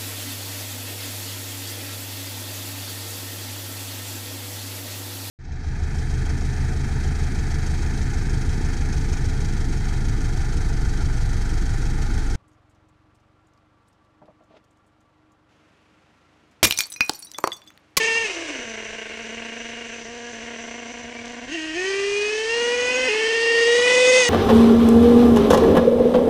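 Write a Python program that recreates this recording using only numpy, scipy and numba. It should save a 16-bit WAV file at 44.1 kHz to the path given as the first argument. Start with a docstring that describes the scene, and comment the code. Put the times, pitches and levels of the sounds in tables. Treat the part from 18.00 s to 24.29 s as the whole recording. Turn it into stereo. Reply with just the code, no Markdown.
"""A small glow-plug two-stroke in a model truck, far down a quiet street, heard on one microphone.
It lifts off, idles with uneven burning, then accelerates through a gear change and comes close.
Firings ring a tuned pipe, gas hisses, the clutch shoes rattle their bell and the tyres roar.
The road's echo hollows the sound; fences and houses scatter it over a low outdoor rumble.
A few dry ticks come just before the truck pulls away."""
import sys
import numpy as np
from scipy import signal
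from scipy.fft import rfft, irfft, next_fast_len
from scipy.io import wavfile
from scipy.ndimage import uniform_filter1d
from numba import njit

SR = 44100
rng = np.random.default_rng(int(sys.argv[2]) if len(sys.argv) > 2 else 0)


def store_pcm(level_fs):
    """Save levels as 16-bit WAV."""
    pcm = np.round(np.clip(level_fs, -1, 1) * 32767).astype(np.int16)
    wavfile.write(sys.argv[1], SR, np.atleast_2d(pcm).T)


N = 277389
TIME = np.arange(N) / SR
HZ = np.fft.rfftfreq(2 * next_fast_len((N + SR) // 2, real=True), 1 / SR)

LIFT_S, OPEN_S, SHIFT_S = 0.3, 3.5, 5.085  # throttle shuts, throttle opens, second gear engages
LIFT_TAKES_S, OPEN_TAKES_S = 0.106, 0.056
COAST_S, EVEN_BURN_S, CLOSE_S = (.275, .64), (2.05, 2.3), (5.51, 6.28)  # start and end of each spell

# The run: lift-off, idle, blip, two gears. Each row: time in seconds, shaft rate in Hz, bark in dB.
ENGINE_RUN = [(0.0, 446, -19.5), (0.2, 458.5, -24), (0.26, 434.4, -25), (0.33, 351.4, -30.5),
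              (0.4, 326.4, -33), (0.48, 312, -31.5), (0.61, 233.6, -35), (0.8, 218.7, -35),
              (1.6, 231.2, -36.5), (2.2, 233.3, -38.5), (2.45, 232.2, -38), (3.0, 237.3, -40.5),
              (3.47, 238.5, -40.5), (3.545, 346, -34.5), (3.58, 316, -34.5), (3.735, 314.5, -35),
              (3.775, 358, -31), (3.88, 387.5, -27.5), (4.2, 411.4, -27), (4.45, 444.6, -26.5),
              (4.56, 469.7, -25), (4.85, 494.3, -23.5), (5.03, 513.4, -23.5), (5.081, 510, -22),
              (5.092, 419.3, -23.5), (5.17, 436.4, -23.5), (5.38, 459, -23.5), (5.64, 464.7, -21),
              (5.9, 497.4, -17.5), (6.2, 510, -16.5), (6.25, 483, -18), (6.29, 477, -19.5)]
# The coasting engine catches now and then. Each row: centre in seconds, length in seconds.
COAST_CATCHES = [(0.306, 0.018), (0.368, 0.015), (0.392, 0.011), (0.417, 0.021), (0.498, 0.027),
                 (0.554, 0.026), (0.613, 0.05)]
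# The truck as the microphone sees it. Each row: time in seconds, view (0 leaving, 1 pulling away,
# 2 far, 3 midway, 4 near, 5 close).
TRUCK_VIEW = [(0, 0.13), (.4, 0.16), (3.45, 1.25), (3.7, 1.39), (3.8, 2.11), (4.3, 2.37), (4.75, 3.3),
              (5.1, 2.96), (5.4, 3.73), (5.75, 4), (5.95, 5.22), (6.29, 5.14)]
# Hot pipe and shell under load, as the road reflects them. Each row: frequency in Hz, width in Hz,
# then relative level in dB for each of the six views.
PIPE_MODES = [(706, 91, -38, 0.5, -6, -39, -22, -26), (970, 256, -10.5, -9.5, -30, -9.5, -48, -15),
              (1212, 240, -34, -3.5, -13, -11, -40, -40), (1548, 236, -48, 1, -6.5, -5.5, -47, -21),
              (1833.4, 210, -3.5, 7.5, 7, -4, 4, 3.5), (1984, 564, 0.5, -28, -15, -1, -2, 0.5),
              (2325, 85, 5, 2, 7.5, -20, -9, -13), (2477, 194, 8.5, 4, 6.5, 4, -0.5, 1.5),
              (2736, 150, 2.5, 11, -14, 6, -0.5, 4), (3065, 86, -18, 8.5, 1, -2, 7.5, -5.5),
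              (3547, 120, -27, -33, -15, -41, -14, -4.5), (3820, 99.6, -32, -46, -46, -23, -5, -14),
              (4190, 120, -28, -27, -16, -8.5, -14, -26), (4620, 100, -26, -30, -9, -14, -5.5, -25),
              (5045, 140, -9.5, -27, -8, -9.5, -9, -30), (5610, 260, -15, -30, -14, -11.5, -16, -15)]
# The pipe's tone. Each row: time in seconds, level in dB against the bark.
PIPE_TONE_LEVEL = [(0, -2.5), (.26, -2), (.33, -28), (.6, -1), (.85, -5), (1.1, -6.5), (1.3, -1), (2.0, -3),
                   (3.45, 5.5), (3.6, 3.5), (3.9, 4.5), (5.1, 2), (5.65, 6), (5.85, 1), (5.98, 5),
                   (6.17, 4.5), (6.21, 1.5), (6.25, -2), (6.29, -2)]
# Spectrum of the exhaust hiss. Each row: frequency in Hz, relative level in dB.
GAS_COLOUR = [(2400, -46), (3300, 0.5), (4200, 2.5), (5200, 3), (6500, 0), (7600, -4), (8800, -8.5),
              (9600, -21), (10800, -19), (11500, -34.5)]
# Rings of the loose clutch bell. 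Each row: frequency in Hz, width in Hz, relative level in dB.
LOOSE_BELL_MODES = [(5870, 420, 0), (6260, 520, -3), (7200, 350, -8), (7550, 450, -11)]
# Rattle of the loose bell. Each row: time in seconds, level in dB with the throttle fully shut.
LOOSE_BELL_LEVEL = [(0, -14), (.46, -46.5), (.5, -41), (1.1, -50), (1.9, -47), (2.9, -45.5), (3.05, -50.5),
                    (3.6, -49)]
# Ring of the gripping bell. Each row: time in seconds, frequency in Hz, level in dB against the gas.
GRIPPING_BELL = [(0, 6380, 0.5), (3.6, 6440, -1.5), (4.3, 6300, -5), (4.65, 6320, -2), (4.95, 6587, 1),
                 (5.15, 6394, -7), (5.35, 6140, -7), (5.55, 6296, -6), (6.0, 6577, -7), (6.29, 6350, -2)]
# Spectrum of tyres and chassis. Each row: frequency in Hz, relative level in dB.
TYRE_COLOUR = [(110, -18), (190, -9.5), (280, 1), (600, -6.5), (900, -2), (1300, -7), (2000, -70)]
# Gaps where the road's echo cancels the direct sound. 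Each row: time in seconds, then frequency in Hz
# and depth from 0 to 1 for the low, the middle and the high gap.
ROAD_GAPS = [(0, 1620, 0.5, 2020, 0.8, 3700, 0.3), (.3, 1530, 0.7, 1970, 0.8, 3500, 0.7),
             (.6, 1250, 0.8, 2070, 0.04, 3400, 0.6), (3.5, 1240, 0.85, 2400, 0.6, 3610, 0.3),
             (3.75, 1310, 0.03, 2450, 1, 3640, .6), (4.15, 1287, 0.04, 2066, 0.8, 3670, 0.49),
             (4.45, 1335, 0.06, 2207, 0.36, 3592, 0.5), (5.0, 1380, 0.07, 2250, 0, 3900, 0.8),
             (5.3, 1600, 0.4, 1975, 0, 3744, 0.71), (5.6, 1632, 1, 2257, 0.27, 4040, 0.7),
             (5.9, 1630, .95, 2135, 0.39, 4112, 0.6), (6.29, 1670, .95, 2290, 0.48, 4144, 0.97)]
# Spectrum of the outdoor rumble. Each row: frequency in Hz, relative level in dB.
RUMBLE_COLOUR = [(12, -31), (20, 3.5), (32, -4), (92, -2.5), (135, -7), (156, -8), (190, -24),
                 (250, -45), (420, -120)]
# One idle firing, through pipe, shell and road. 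Each row: frequency in Hz, relative level in dB.
IDLE_FIRING_COLOUR = [(60, -107), (300, 20.5), (460, 18), (700, 13.5), (810, 1), (950, 6.5), (1250, 6),
                      (1670, 12.5), (1900, 6.5), (2160, 13.5), (2500, 8), (2870, 9), (3500, -3.5),
                      (6000, -29)]
# A ring in the idle rasp that shifts as the truck turns round. Each row: time in seconds,
# frequency in Hz, gain of the added band in dB.
TURNING_RING = [(.6, 2810, -6), (1.9, 2830, 2.5), (2.1, 1738, -7), (2.25, 1644, 3), (2.4, 1710, -1),
                (2.6, 2028, -3), (3.05, 2265, -3), (3.2, 2340, 13), (3.3, 2200, -19), (3.45, 1720, -5)]
# Dry ticks. Each row: time in seconds, level at the onset in dB.
DRY_TICKS = [(3.2581, -36), (3.28, -32), (3.2994, -34), (3.3231, -34), (3.3563, -39)]
# Spectrum of a tick. Each row: frequency in Hz, relative level in dB.
DRY_TICK_COLOUR = [(1500, -27), (2500, 7), (4500, 0), (6500, 3), (8000, -5), (9500, -37)]
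# Rings of the buzzing shell. Each row: frequency in Hz, width in Hz, relative level in dB.
SHELL_MODES = [(2440, 186, -1), (2800, 180, 14), (3200, 113, -20)]


def undb(db):
    """Decibels to amplitude."""
    return 10 ** (np.asarray(db) / 20)


def unit(x):
    """Scale to rms 1."""
    return x / np.sqrt(np.mean(x ** 2))


def curve(rows):
    """Columns of a time table, one value a sample."""
    s, *columns = np.transpose(rows)
    return [np.interp(TIME, s, c) for c in columns]


def ramp(start_s, end_s):
    """0 before the start, 1 after the end, straight between."""
    return np.interp(TIME, [start_s, end_s], [0, 1])


def fade(start_s, lasts_s):
    """Jumps to 1 at the start and dies away."""
    since = TIME - start_s
    return (since > 0) * np.exp(-np.abs(since) / lasts_s)


def through(x, response):
    """Filter by a frequency response given on HZ."""
    return irfft(rfft(x, 2 * len(HZ) - 2) * response)[:N]


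def low_cut(hz):
    """Response of a one-pole high-pass."""
    return 1 / (1 + hz / (1j * HZ + 1e-9))


def colour(points):
    """Causal response of (Hz, dB) points, by folding the cepstrum of the log gain."""
    hz, db = np.transpose(points)
    cepstrum = irfft(np.log(undb(np.interp(np.log(HZ + 1), np.log(hz), db))))
    cepstrum[1:len(HZ) - 1] *= 2
    cepstrum[len(HZ):] = 0
    return np.exp(rfft(cepstrum))


def resonances(modes, flip=1):
    """Double band-passes of (Hz, width, dB); a negative flip fills the valleys between neighbours."""
    f = HZ + 1e-9
    return sum(flip ** k * undb(db) / (1 + 1j * (f - hz * hz / f) / width) ** 2
               for k, (hz, width, db) in enumerate(modes))


def noise(response):
    """Filtered noise at rms 1."""
    return unit(through(rng.standard_normal(N), response))


def sway(hz, width_hz):
    """Random swing about a rate, spread 1."""
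    return noise(resonances([(hz, width_hz, 0)]))


def clicks(at, size):
    """Band-limited clicks at fractional sample places."""
    taps = np.floor(at)[:, None] + np.arange(-7, 9)
    offset = taps - at[:, None]
    shape = np.sinc(offset) * np.cos(np.pi * offset / 16) ** 2
    return np.bincount(np.clip(taps, 0, N - 1).astype(int).ravel(), (size[:, None] * shape).ravel(), N)


def band_unit(x, weight, lo, hi):
    """Scale to rms 1 inside a band, counting time by weight."""
    part = through(x, (HZ > lo) & (HZ < hi))
    return x / np.sqrt(np.average(part ** 2, weights=weight))


@njit
def band(x, hz, width_hz):
    """State-variable band-pass whose centre moves, gain 1 at the centre."""
    y, mid, low = np.empty(len(x)), 0., 0.
    for i in range(len(x)):
        g, damping = np.tan(np.pi * hz[i] / SR), width_hz / hz[i]
        v = (mid + g * (x[i] - low)) / (1 + g * (g + damping))
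        mid, low, y[i] = 2 * v - mid, low + 2 * g * v, damping * v
    return y


def driver(hz):
    """Lift, open, shift: gives throttle, weakening of every other turn and spread of shaft speed."""
    opened = ramp(OPEN_S - OPEN_TAKES_S / 2, OPEN_S + OPEN_TAKES_S / 2)
    idling = ramp(LIFT_S - LIFT_TAKES_S / 2, LIFT_S + LIFT_TAKES_S / 2) - opened
    throttle = np.interp(idling, [0, 1], [.94, .074])
    top_of_first_gear = (TIME < SHIFT_S) * np.interp(hz, [458, hz.max()], [0, 1])
    skip = .046 * (1 - idling) + .3 * idling * np.exp(-TIME) + .34 * top_of_first_gear
    road_shake = .0035 + .0023 * (TIME - OPEN_S)  # grows with road speed
    shake = .012 * (1 - opened - idling) + .014 * idling + opened * road_shake
    return throttle, skip, shake


def choking(coast):
    """A starved cylinder burns for some turns, then chokes on its own fumes; 1 is fully choked."""
    even_burn = (TIME > EVEN_BURN_S[0]) * (TIME < EVEN_BURN_S[1])
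    fumes = .22 - .11 * np.minimum(TIME, OPEN_S) - 1.7 * even_burn  # clearing through the idle
    choked = .5 + .5 * np.tanh(3 * (sway(27, 24) + fumes) - .8)
    caught = sum(np.exp(-(2 * (TIME - s) / length) ** 4) for s, length in COAST_CATCHES)
    return (1 - coast) * choked + coast * np.clip(.62 - caught, 0, 1)


def shaft_turns(hz, shake, choked, closed):
    """Turns so far: bumps shake the shaft; at idle it gains speed burning and sags while choked."""
    push = uniform_filter1d(choked, size=SR // 4) - choked
    surge = closed * unit(through(push, 1 / (1 + 1j * HZ / 6)))  # leaks away below 6 Hz
    return np.cumsum(hz * (1 + shake * sway(25.3, 49) + .026 * surge)) / SR


def cylinder(hz, turns, burn, skip, closed, coast):
    """One firing a turn, scattered in time at idle, coasting and as the clutch bites; also the sizes."""
    count = np.arange(int(turns[-1]) + 1)
    at = np.interp(count, turns, np.arange(N))
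    index = at.astype(int)
    time_luck, size_luck = np.tanh(.7 * rng.standard_normal((N // 64, 2))[:len(count)].T)
    bite = fade(OPEN_S, .4) + fade(SHIFT_S, .2) / 2
    scatter_s = 12e-6 + 170e-6 * closed ** 2 + 120e-6 * bite + 300e-6 * coast
    late = SR * scatter_s[index] * time_luck
    weak = (skip * np.clip(1 + 1.5 * sway(15.3, 40), 0, 2))[index] * (count % 2)
    size = burn[index] * np.clip(1 - weak, .05, 1) * undb((.9 + 1.2 * closed[index]) * size_luck)
    size *= 1 + .6 * np.clip(np.gradient(burn[index]), 0, 1)  # unburnt fuel joins the next charge
    return unit(clicks(at + late, size) / np.sqrt(hz)), size


def gas_flow(turns, burn):
    """Turbulent gas follows each firing down the pipe: a near-steady blow and a pulsing rasp."""
    phase = turns % 1
    blow = unit((.5 + np.exp(-phase / 21)) * burn ** .0087 * rng.standard_normal(N))
    spit = unit((.5 + np.exp(-phase / .7)) * burn ** .05 * blow)
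    return blow, through(spit, low_cut(1000) ** 2)


def loaded_bark(firings, blow, throttle, view_weights):
    """Firings and gas ring the hot pipe; each ring swells and sinks alone as the shell rocks."""
    grit = .09 + .42 * (fade(OPEN_S, .3) + fade(SHIFT_S, .3))  # a slipping clutch roughens the flow
    drive = firings + grit * blow
    rings = np.zeros(N)
    for hz, width, *view_db in PIPE_MODES:
        gain = np.dot(undb(view_db), view_weights) * undb(1.1 * sway(4, 8))
        rings += gain * through(drive, resonances([(hz, width, 0)]))
    return np.sqrt(throttle) * band_unit(rings, throttle, lo=1400, hi=3400)


def pipe_tone(turns, size, throttle, coast, skip):
    """The piston pumps the pipe even on a bad burn; weak alternate turns add a half-rate throb."""
    follows_burn = .3 + .5 * np.maximum(throttle, coast)
    pump = np.interp(turns - .5, np.arange(len(size)), size) ** follows_burn
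    tone = np.sqrt(2) * undb(curve(PIPE_TONE_LEVEL)[0]) * pump * np.sin(2 * np.pi * turns)
    throb = throttle * np.clip(skip * (1 + .5 * sway(19, 14)), 0, 1)
    return tone + undb(-4) * throb * np.sin(np.pi * turns)


def gas_hiss(blow, burn, bark_db, gas_db):
    """Gas hisses from the outlet; the air takes the top off when the truck is far and quiet."""
    hiss = band_unit(through(blow, colour(GAS_COLOUR)), np.ones(N), lo=3000, hi=5430)
    top_gain = undb(.28 * (bark_db + 31.5))
    hiss += (top_gain - 1) * through(hiss, HZ > 7700)
    return undb(gas_db + .7 * sway(5.3, 22)) * burn ** .069 * hiss


def clutch_bell(turns, throttle, gas_db):
    """The shoes knock the bell once a turn: several rings while loose, one moving ring as they grip."""
    pulse = .64 + np.exp(-((turns + .5) % 1) / .63)
    knock = pulse * undb(2 * sway(9.7, 90)) * rng.standard_normal(N)
    loose = unit(through(knock, resonances(LOOSE_BELL_MODES, flip=-.9)))
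    loose *= undb(curve(LOOSE_BELL_LEVEL)[0] + 1.5 * sway(3.18, .8))
    grip_hz, grip_db = curve(GRIPPING_BELL)
    grip = unit(band(band(knock, grip_hz, width_hz=460.), grip_hz, width_hz=460.))
    grip *= undb(gas_db + grip_db + 2.2 * sway(6, 14))
    return (1 - throttle) * loose + throttle * grip


def tyres(throttle, view, view_weights):
    """Tyres roar under throttle; the chassis adds bass when the truck is leaving or close."""
    level_db = -18.5 + .8 * view - 1.5 * ramp(*CLOSE_S) + 2 * sway(14.7, 19)  # against the bark
    roar = throttle * undb(level_db) * noise(colour(TYRE_COLOUR))
    thrum = (view_weights[0] + view_weights[-1]) * through(roar, HZ < 223)
    return roar + undb(5.5) * thrum


def road_echo(x):
    """The road's echo cancels three wandering bands at the microphone."""
    columns = curve(ROAD_GAPS)
    for hz, depth, width_hz in zip(columns[::2], columns[1::2], (130., 70., 160.)):
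        for _ in range(2):
            x = x - depth ** 2 * band(x, hz, width_hz)
    return x


def street_echoes(x, t60_s=.21, dull_hz=3500):
    """Scattered echoes of fences and house fronts, duller than the direct sound."""
    s = np.arange(SR) / SR
    tail = rng.standard_normal(SR) * undb(-60 * s / t60_s) * (s > .012)
    tail /= np.sqrt(np.sum(tail ** 2))
    return through(x, rfft(tail, 2 * len(HZ) - 2) / (1 + 1j * HZ / dull_hz))


def rumble():
    """Far traffic and light air on the microphone."""
    return noise(colour(RUMBLE_COLOUR)) * undb(-55.5 + 2.2 * sway(1.9, 8))


def idle_bark(sputter, closed):
    """The idle sputters through pipe and shell; low harmonics gain on the rasp as the truck turns."""
    idle = band_unit(through(sputter, colour(IDLE_FIRING_COLOUR)), closed, lo=480, hi=2900)
    body = through(idle, HZ < 1200)
    start_s, end_s = EVEN_BURN_S
    even_burn = ramp(start_s - LIFT_TAKES_S, start_s) - ramp(end_s, end_s + OPEN_TAKES_S)
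    rasp = undb(-4.5 * even_burn) * (idle - body)
    turned = ramp(2.26, 2.73) * (1 - ramp(OPEN_S, SHIFT_S))
    body += (undb(4 * turned) - 1) * through(body, (HZ > 590) & (HZ < 1200))
    idle = rasp + undb(turned) * body
    ring_hz, ring_db = curve(TURNING_RING)
    return np.sqrt(closed) * (idle + undb(ring_db) * band(idle, ring_hz, width_hz=75.))


def ticks(decay_s=.0016):
    """Very short bursts of noise, bright and dry."""
    bursts = sum(undb(db) * fade(s - decay_s / 2, decay_s) for s, db in DRY_TICKS)
    return bursts * noise(colour(DRY_TICK_COLOUR))


def shell_snarl(sputter):
    """The shell buzzes while the clutch first bites."""
    swell = ramp(OPEN_S - .02, OPEN_S + .021) * fade(OPEN_S - .02, .12)
    return undb(-6) * swell * unit(through(sputter, resonances(SHELL_MODES)))


def model_truck():
    """The whole truck from the microphone's place: one shaft times pipe, gas and clutch bell."""
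    hz, bark_db = curve(ENGINE_RUN)
    view = curve(TRUCK_VIEW)[0]
    view_weights = [np.clip(1 - abs(view - k), 0, 1) for k in range(6)]
    throttle, skip, shake = driver(hz)
    closed = 1 - throttle
    coast = ramp(COAST_S[0] - .02, COAST_S[0]) - ramp(COAST_S[1], COAST_S[1] + .02)
    choked = choking(coast)
    burn = 1 - .88 * np.maximum(np.sqrt(closed), coast) * choked
    turns = shaft_turns(hz, shake, choked, closed)
    firings, size = cylinder(hz, turns, burn, skip, closed, coast)
    blow, rasp = gas_flow(turns, burn)
    sputter = firings + 1.3 * rasp
    bark = loaded_bark(firings, blow, throttle, view_weights)
    bark += idle_bark(sputter, closed) + shell_snarl(sputter)
    tone = pipe_tone(turns, size, throttle, coast, skip)
    gas_db = -53.5 + .59 * (bark_db - bark_db.min())
    gas_db += np.interp(hz, (212, 306), (0, 5.5)) + 8 * ramp(*CLOSE_S)  # more when revving or close
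    hiss = gas_hiss(blow, burn, bark_db, gas_db)
    bell = clutch_bell(turns, throttle, gas_db)
    roar = tyres(throttle, view, view_weights)
    level = undb(bark_db)
    truck = level * tone + bell + road_echo(level * (bark + roar) + hiss)
    return through(truck, low_cut(130) ** 3)  # the tiny outlet radiates no bass


def scene():
    """The truck in the street; one capsule feeds both channels."""
    truck = model_truck()
    mono = truck + undb(-12) * street_echoes(truck) + rumble() + ticks()
    return np.array([mono, mono])


def record(dry, top_hz=11500):
    """The top is cut steeply."""
    return signal.sosfilt(signal.ellip(10, .2, 70, top_hz, fs=SR, output="sos"), dry)


dry = scene()
out = record(dry)
store_pcm(out)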